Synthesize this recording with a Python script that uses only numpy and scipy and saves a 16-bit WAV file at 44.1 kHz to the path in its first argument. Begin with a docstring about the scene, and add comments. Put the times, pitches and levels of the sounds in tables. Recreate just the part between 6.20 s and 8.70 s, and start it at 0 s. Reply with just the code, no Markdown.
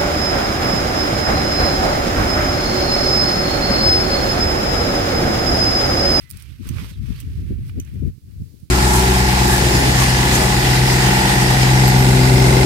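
"""At the foot of a rock face, a climber's partner takes in rope. It swishes through hands and a metal
belay device (a rope brake), and its woven cover zips faintly and rasps under load. The device and its
carabiner (a metal clip) click as the rope tightens and slackens, and the rock echoes the clicks.
Light wind buffets the left and right microphones, each in its own way; the gear hangs to the right.
A faint recorder hiss grows louder near the end."""
import sys
import numpy as np
from scipy.fft import rfft, irfft, next_fast_len
from scipy.io import wavfile
from scipy.ndimage import uniform_filter1d, map_coordinates

SR = 44100
rng = np.random.default_rng(int(sys.argv[2]) if len(sys.argv) > 2 else 0)


def int16_out(signal):
    """Quantize to a 16-bit WAV file."""
    q = np.round(np.clip(np.atleast_2d(signal).T, -1, 1) * 32767)
    wavfile.write(sys.argv[1], SR, q.astype(np.int16))


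N = 110250
T = np.arange(N) / SR


def amp(db):
    """Turn decibels (dB) into a number to multiply a sound by."""
    return 10 ** (np.asarray(db) / 20)


def unit(x):
    """Scale a signal to an average power of 1."""
    return x / np.sqrt(np.mean(x ** 2) + 1e-20)


def gain_at(colour, hz):
    """Read the gain at any frequency from rows of Hz and dB, joined on a musical (log) scale."""
    freqs, db = np.transpose(colour)
    return amp(np.interp(np.log(hz + 1), np.log(np.sort(freqs) + 1), db))


def level(rows):
    """Join rows of seconds and dB into a gain for every sample."""
    return amp(np.interp(T, *np.transpose(rows)))


def wobble(rate):
    """A smooth curve through `rate` random values a second."""
    return map_coordinates(rng.standard_normal(8192), [T * rate], mode="wrap")


def filtered(x, response):
    """Multiply each frequency in x by what `response` gives for it."""
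    size = next_fast_len(N + 8192)
    return irfft(rfft(x, size) * response(np.fft.rfftfreq(size, 1 / SR)), size)[..., :N]


def coloured(x, colour):
    """Give x a colour (a balance of low and high frequencies) and a power of 1."""
    return unit(filtered(x, lambda hz: gain_at(colour, hz)))


def noise(colour):
    """Coloured noise, unrelated between left and right."""
    return coloured(rng.standard_normal((2, N)), colour)


def pan(db):
    """Left and right gains, `db` apart: positive is to the left, negative to the right."""
    return unit(amp(np.array([[db / 2], [-db / 2]])))


def burst(start, fade_s, rise_s):
    """A quick rise, then a fade that drops 60 dB in fade_s seconds."""
    age = np.maximum(T - start, 0)
    return (1 - np.exp(-age / rise_s)) * np.exp(-np.log(1000) * age / fade_s)


def recorder_hiss():
    """A faint recorder hiss that grows louder near the end."""
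    # Each row: time in seconds, level in dB.
    hiss_levels = [(0, -69), (1.2, -67.5), (1.9, -61.5), (2.03, -63), (2.22, -58.5), (2.44, -59.5),
                   (2.5, -66)]
    # Each row: frequency in Hz, relative level in dB.
    hiss_colour = [(100, 0), (700, -5.5), (2000, -9), (3600, 0.5), (4500, 5.5), (5800, 1.5), (6800, 1),
                   (9000, 1), (12000, 2), (16000, 1.5)]
    return level(hiss_levels) * pan(-6) * noise(hiss_colour)


def breeze():
    """A weak breeze flows round the microphones."""
    # Each row: time in seconds, level in dB.
    breeze_levels = [(0, -66), (.35, -72), (.7, -60), (1.9, -65.5), (2.3, -53), (2.5, -59)]
    # Each row: frequency in Hz, relative level in dB.
    breeze_colour = [(40, -41), (150, 4), (300, -1), (450, -11), (700, -30), (1300, -48)]
    return level(breeze_levels) * noise(breeze_colour)


def churn(colour, steady_s):
    """Swirling air: noise whose strength is evened out over steady_s seconds."""
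    swirl = noise(colour)
    power = abs(uniform_filter1d(swirl ** 2, int(steady_s * SR), axis=1))
    return swirl / np.sqrt(power + 0.04)


def wind():
    """Each microphone rumbles with its own gusts, and eddies (small whirls of air) thump against it."""
    # Gusts on each side. Each row: time in seconds, level in dB.
    left_gusts = [(0, -46.5), (.035, -34.5), (.075, -48.5), (.15, -28), (.25, -60), (.29, -45.5),
                  (.375, -48.5), (.4, -27), (.55, -31), (.6, -40), (.63, -28), (.745, -35), (.8, -20),
                  (.865, -25.5), (.91, -16.5), (.97, -34), (1.03, -38), (1.07, -21.5), (1.11, -24.5),
                  (1.15, -35), (1.18, -18), (1.27, -34), (1.32, -25), (1.36, -35), (1.42, -23.5),
                  (1.46, -27.5), (1.55, -28), (1.58, -21), (1.64, -32), (1.72, -30), (1.85, -15.5),
                  (1.89, -16), (1.93, -50), (2.0, -94), (2.02, -42.5), (2.22, -27), (2.3, -39.5),
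                  (2.43, -44.5), (2.46, -61), (2.5, -47)]
    right_gusts = [(0, -80), (.1, -70), (.13, -45.5), (.32, -29.5), (.36, -38.5), (.44, -42.5), (.5, -23),
                   (.57, -19.5), (.69, -38), (.8, -30.5), (.86, -42), (.89, -31.5), (1.11, -28.5),
                   (1.15, -21.5), (1.19, -26), (1.35, -19.5), (1.47, -29.5), (1.61, -25), (1.66, -40),
                   (1.8, -27), (1.9, -29), (1.98, -40.5), (2.01, -65), (2.04, -38), (2.12, -52),
                   (2.22, -21.5), (2.28, -69), (2.39, -83), (2.43, -29), (2.5, -60)]
    # Each row: frequency in Hz, relative level in dB.
    rumble_colour = [(15, -48), (28, -30), (40, -8.5), (60, 0.5), (92, 1.5), (130, -5), (220, -22.5),
                     (320, -29), (450, -48), (700, -56), (1200, -101)]
    flutter_colour = [(60, -32), (160, 7), (250, -3), (340, -9.5), (450, -17), (700, -44), (1200, -51)]
    eddy_colour = [(40, -49), (130, 4.5), (220, 3), (320, -6.5), (450, -15), (650, -22), (1000, -28),
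                   (1600, -88)]
    # Each row: peak time in seconds, level in dB, pan in dB, half width in seconds, treble cutoff in Hz.
    eddies = [(0.41, -28.5, 22, 0.0096, 306), (.465, -30, 28, 0.0054, 327), (0.51, -25.5, -15, .009, 373),
              (0.54, -31, 23, 0.0032, 400), (0.629, -33.5, 1.5, 0.013, 407), (0.718, -33.5, 4, 0.0046, 467),
              (0.836, -28.5, 17, 0.016, 260), (.89, -28.5, 20, 0.0053, 380),
              (0.909, -21.5, 30, 0.0034, 315), (1.042, -34, -20, .006, 377), (1.123, -39.5, 28, 0.014, 384),
              (1.226, -31.5, 12, 0.0068, 362), (1.259, -35, -17, 0.02, 400), (1.315, -22, 3.5, .01, 545),
              (1.39, -32.5, 11, 0.0057, 387), (1.581, -24.5, 19.5, 0.013, 495),
              (1.759, -32.5, 14, .016, 466), (1.828, -21, 29, 0.0061, 630), (1.872, -28.5, 14, 0.016, 560),
              (1.981, -36.5, -27, 0.0035, 292), (2.09, -39.5, 1.5, 0.0098, 328),
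              (2.221, -32.5, -6, .01, 333), (2.345, -38, 12, 0.0063, 405)]
    typical_gust_db, flutter_db = -20.5, -38.5
    gust = np.array([level(left_gusts), level(right_gusts)])
    out = gust * churn(rumble_colour, steady_s=0.0263)
    flutter_gain = amp(flutter_db) * (gust / amp(typical_gust_db)) ** 0.93  # gusts bring finer swirls
    out += flutter_gain * churn(flutter_colour, steady_s=0.0411)
    swirl = churn(eddy_colour, steady_s=0.033)
    for peak, db, side_db, width, cutoff_hz in eddies:
        puff = amp(db) * pan(side_db) * np.exp(-.5 * ((T - peak) / width) ** 2) * swirl
        out += filtered(puff, lambda hz: 1 / np.sqrt(1 + (hz / cutoff_hz) ** 8))
    return filtered(out, lambda hz: 1 / (1 + (hz / 850) ** 8))  # little is left above 850 Hz


def friction(colour, flutter_db, flutter_rate):
    """Fibres catch and slip over a smooth hiss; uneven pressure makes the level flutter."""
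    slips_per_s, slip_share = 2500, 0.27
    slips = (rng.random(N) < slips_per_s / SR) * rng.standard_normal((2, N))
    rub = np.sqrt(slip_share) * unit(slips) + np.sqrt(1 - slip_share) * rng.standard_normal((2, N))
    return unit(coloured(rub, colour) * amp(flutter_db * wobble(flutter_rate)))


def sleeves():
    """Sleeves and hands rustle as they shift on the rope."""
    # Each row: time in seconds, level in dB.
    rustle_levels = [(0, -55.5), (.8, -60), (1.1, -56), (1.3, -55), (1.55, -56.5), (1.66, -53.5),
                     (1.82, -57.5), (1.89, -57), (1.92, -66), (2.02, -75), (2.1, -65), (2.22, -65.5),
                     (2.44, -72), (2.5, -78)]
    # Each row: frequency in Hz, relative level in dB.
    rustle_colour = [(300, -9), (900, -12.5), (1500, -1.5), (2400, 1.5), (3300, -5.5), (5000, -10),
                     (6800, -17), (9000, -12), (12000, -10.5), (16000, -15)]
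    return level(rustle_levels) * friction(rustle_colour, flutter_db=1.6, flutter_rate=25)


def slaps():
    """Hand and rope meet in dull slaps, too soft to ring."""
    # Each row: start in seconds, level in dB, fade time in seconds.
    touches = [(.568, -38, .04), (1.288, -48, .03), (1.4942, -32, .02), (1.888, -49, .02)]
    # Each row: frequency in Hz, relative level in dB.
    slap_colour = [(400, -28), (800, -15), (1250, -4), (2400, 0), (4000, -11), (7000, -24), (16000, -32)]
    shape = sum(amp(db) * burst(start, fade_s, rise_s=0.0015) for start, db, fade_s in touches)
    return noise(slap_colour) * shape


def zips():
    """The rope's woven cover runs over an edge and sings at a pitch set by its speed."""
    # Each row: start and length in seconds, first and last pitch in Hz, level in dB,
    # pitch wobble as a fraction of the pitch.
    runs = [(0, .125, 2010, 1985, -56, .018), (.13, .18, 2480, 2300, -57.5, .035),
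            (.26, .085, 2650, 3500, -56, .09), (.715, .055, 3900, 3350, -53.5, .07),
            (.935, .07, 2450, 3650, -51.5, .055), (.945, .05, 3950, 4950, -53.5, .04),
            (1.003, .03, 3000, 2750, -50, .09)]
    out = np.zeros(N)
    for start, length, first_hz, last_hz, db, waver in runs:
        progress = np.clip((T - start) / length, 0, 1)
        hz = (first_hz + (last_hz - first_hz) * progress) * (1 + waver * wobble(400))
        tone = unit(np.sin(2 * np.pi * np.cumsum(hz) / SR))
        swell = np.sqrt(abs(np.sin(np.pi * progress)))
        out += amp(db + 2.0 * wobble(300)) * swell * tone
    return out


def rasp():
    """Under a hard pull the rope's cover bites and drags coarsely through the device."""
    # Each row: time in seconds, level in dB.
    rasp_levels = [(.4, -75), (.465, -45), (.515, -54), (.558, -47), (.572, -40), (.645, -43.5), (.77, -72),
                   (.92, -52), (1.1, -75), (2.5, -90)]
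    # Each row: frequency in Hz, relative level in dB.
    rasp_colour = [(200, -18), (450, 2), (750, -8), (1200, 5), (1700, -2), (2400, 1), (4000, -9),
                   (7000, -33), (16000, -21)]
    return level(rasp_levels) * friction(rasp_colour, flutter_db=2.7, flutter_rate=260)


def swish():
    """The running rope rubs against hands and metal."""
    # Each row: time in seconds, level in dB.
    swish_levels = [(0, -50), (.02, -50), (.07, -58), (.14, -49), (.2, -46), (.26, -52.5), (.31, -51.5),
                    (.38, -58), (.46, -44.5), (.54, -45.5), (.57, -41), (.62, -40.5), (.705, -42.5),
                    (.75, -51.5), (.8, -55), (.87, -47.5), (1.0, -45.5), (1.06, -53), (1.2, -52),
                    (1.42, -64), (1.48, -50.5), (1.54, -60), (1.885, -59.5), (1.92, -69), (2.5, -68)]
    # Each row: frequency in Hz, relative level in dB.
    swish_colour = [(200, -15), (750, -18), (1250, -3), (1800, -1), (2500, 2.5), (3500, -0.5), (5500, -4),
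                    (6900, -10.5), (8800, -7.5), (10500, -10), (12300, -5), (16000, -20)]
    return level(swish_levels) * friction(swish_colour, flutter_db=1.2, flutter_rate=140)


def shadow(sound):
    """The microphones' housing shields the left one from the rope, dulling its treble."""
    # Each row: frequency in Hz, change on the left side in dB.
    left_change = [(400, 6), (1300, -9.5), (2400, -16.5), (4400, -7.5), (8000, -3.5), (15000, -15.5)]
    return np.array([filtered(sound[0], lambda hz: gain_at(left_change, hz)), sound[1]])


def clicks(hits, tones, colour, ring_db):
    """Each contact cracks, rattles briefly and sets the metal ringing."""
    crack_fade_s, crack_rise_s, rattle_gap_s = .0028, .0002, .0013
    tail_db, rattle_db = -19, -8
    out, crack = np.zeros((2, N)), noise(colour)
    age = np.arange(SR // 12) / SR
    for start, db, side_db, hit_ring_db, rattle_s in hits:
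        shape = burst(start, crack_fade_s, crack_rise_s)
        shape += amp(tail_db) * burst(start, fade_s=.028, rise_s=.001)
        for lag in np.arange(0, rattle_s, rattle_gap_s):
            bounce = burst(start + lag + rattle_gap_s * rng.random(), crack_fade_s, crack_rise_s)
            shape = np.hypot(shape, amp(rattle_db) * bounce)  # their powers add up
        hit = crack * shape
        first = round(start * SR)
        for hz, tone_db, fade_s in tones:
            tone = np.sin(2 * np.pi * (hz * age + rng.random((2, 1))))
            fade = np.exp(-np.log(1000) * age / fade_s)
            gain = amp(ring_db + hit_ring_db + tone_db + rng.standard_normal())
            hit[:, first:first + len(age)] += gain * tone * fade
        out += amp(db) * pan(side_db) * hit
    return out


def carabiner():
    """The metal clip ticks brightly as the rope tightens and slackens."""
    # Each row: start in seconds, level in dB, pan in dB, relative ring in dB, rattle length in seconds.
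    ticks = [(.0125, -35, -8, -14, .002), (.0285, -37, -8, -14, .002), (.0958, -28.5, -13, -10, .001),
             (.1027, -18.5, -14, -2, .001), (.1114, -14.5, -13, -12, .001), (.172, -23, -10, -12, .002),
             (.199, -31, -10, -6, .003), (.2232, -25.5, -11, -13, .006), (.4725, -26, -8, -10, .012),
             (.695, -33, -8, -14, .004), (1.467, -37, -9, -10, .018), (1.491, -34, -9, -12, .006),
             (1.878, -41, -8, -12, .005), (2.401, -43, -6, -10, .002)]
    clip_tones = [(1950, -22, .04), (2370, -19, .045), (4900, -21, .025), (7880, -18, .03),
                  (8620, -15, .03), (9250, -13, .025), (14680, -3, .045)]
    # Each row: frequency in Hz, relative level in dB.
    tick_colour = [(700, -50), (2400, -19), (3500, -17), (4900, -7), (6900, -14), (9000, -1), (10000, -5),
                   (11500, -4.5), (13500, -12), (15000, -2.5), (17000, -9)]
    return clicks(ticks, clip_tones, tick_colour, ring_db=-9)


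def belay_device():
    """The metal rope brake knocks and rings as the load on it changes."""
    # Each row: start in seconds, level in dB, pan in dB, relative ring in dB, rattle length in seconds.
    knocks = [(.4894, -17, -3.5, -10, .005), (1.003, -20.5, -4.5, -13, .011),
              (1.5997, -20.5, -8, -.5, .001), (1.6235, -40, -6, -5, .003), (1.649, -37, -5, -5, .003),
              (1.742, -39, -6, -12, .006)]
    # The brake's ringing tones. Each row: pitch in Hz, relative level in dB, fade time in seconds.
    brake_tones = [(2520, -18, .04), (3020, -17, .06), (5730, -17, .022), (6150, -2, .033),
                   (7430, -13, .025), (8230, -9, .018), (11900, -8, .01)]
    # Each row: frequency in Hz, relative level in dB.
    knock_colour = [(600, -50), (1600, -18), (2800, 4), (4000, -8), (5800, 0), (6900, -16), (8200, 6.5),
                    (10200, -6), (12200, 5.5), (13600, -1), (16000, -4)]
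    return clicks(knocks, brake_tones, knock_colour, ring_db=-5.5)


def rock_echo(sound, delay_s=.0135, echo_db=-16):
    """The rock face adds one quick, quiet echo to a sound."""
    return filtered(sound, lambda hz: 1 + amp(echo_db) * np.exp(-2j * np.pi * hz * delay_s))


def scene():
    """Metal gear and rope in front of the rock, with wind and a faint recorder hiss."""
    gear = rock_echo(belay_device() + carabiner())
    background = breeze() + recorder_hiss()
    rope = shadow(swish() + sleeves() + zips() + rasp() + slaps())
    return background + wind() + rope + gear


def record(dry):
    """Cut away the very highest treble, from 15950 Hz up."""
    return filtered(dry, lambda hz: hz < 15950)


dry = scene()
out = record(dry)
int16_out(out)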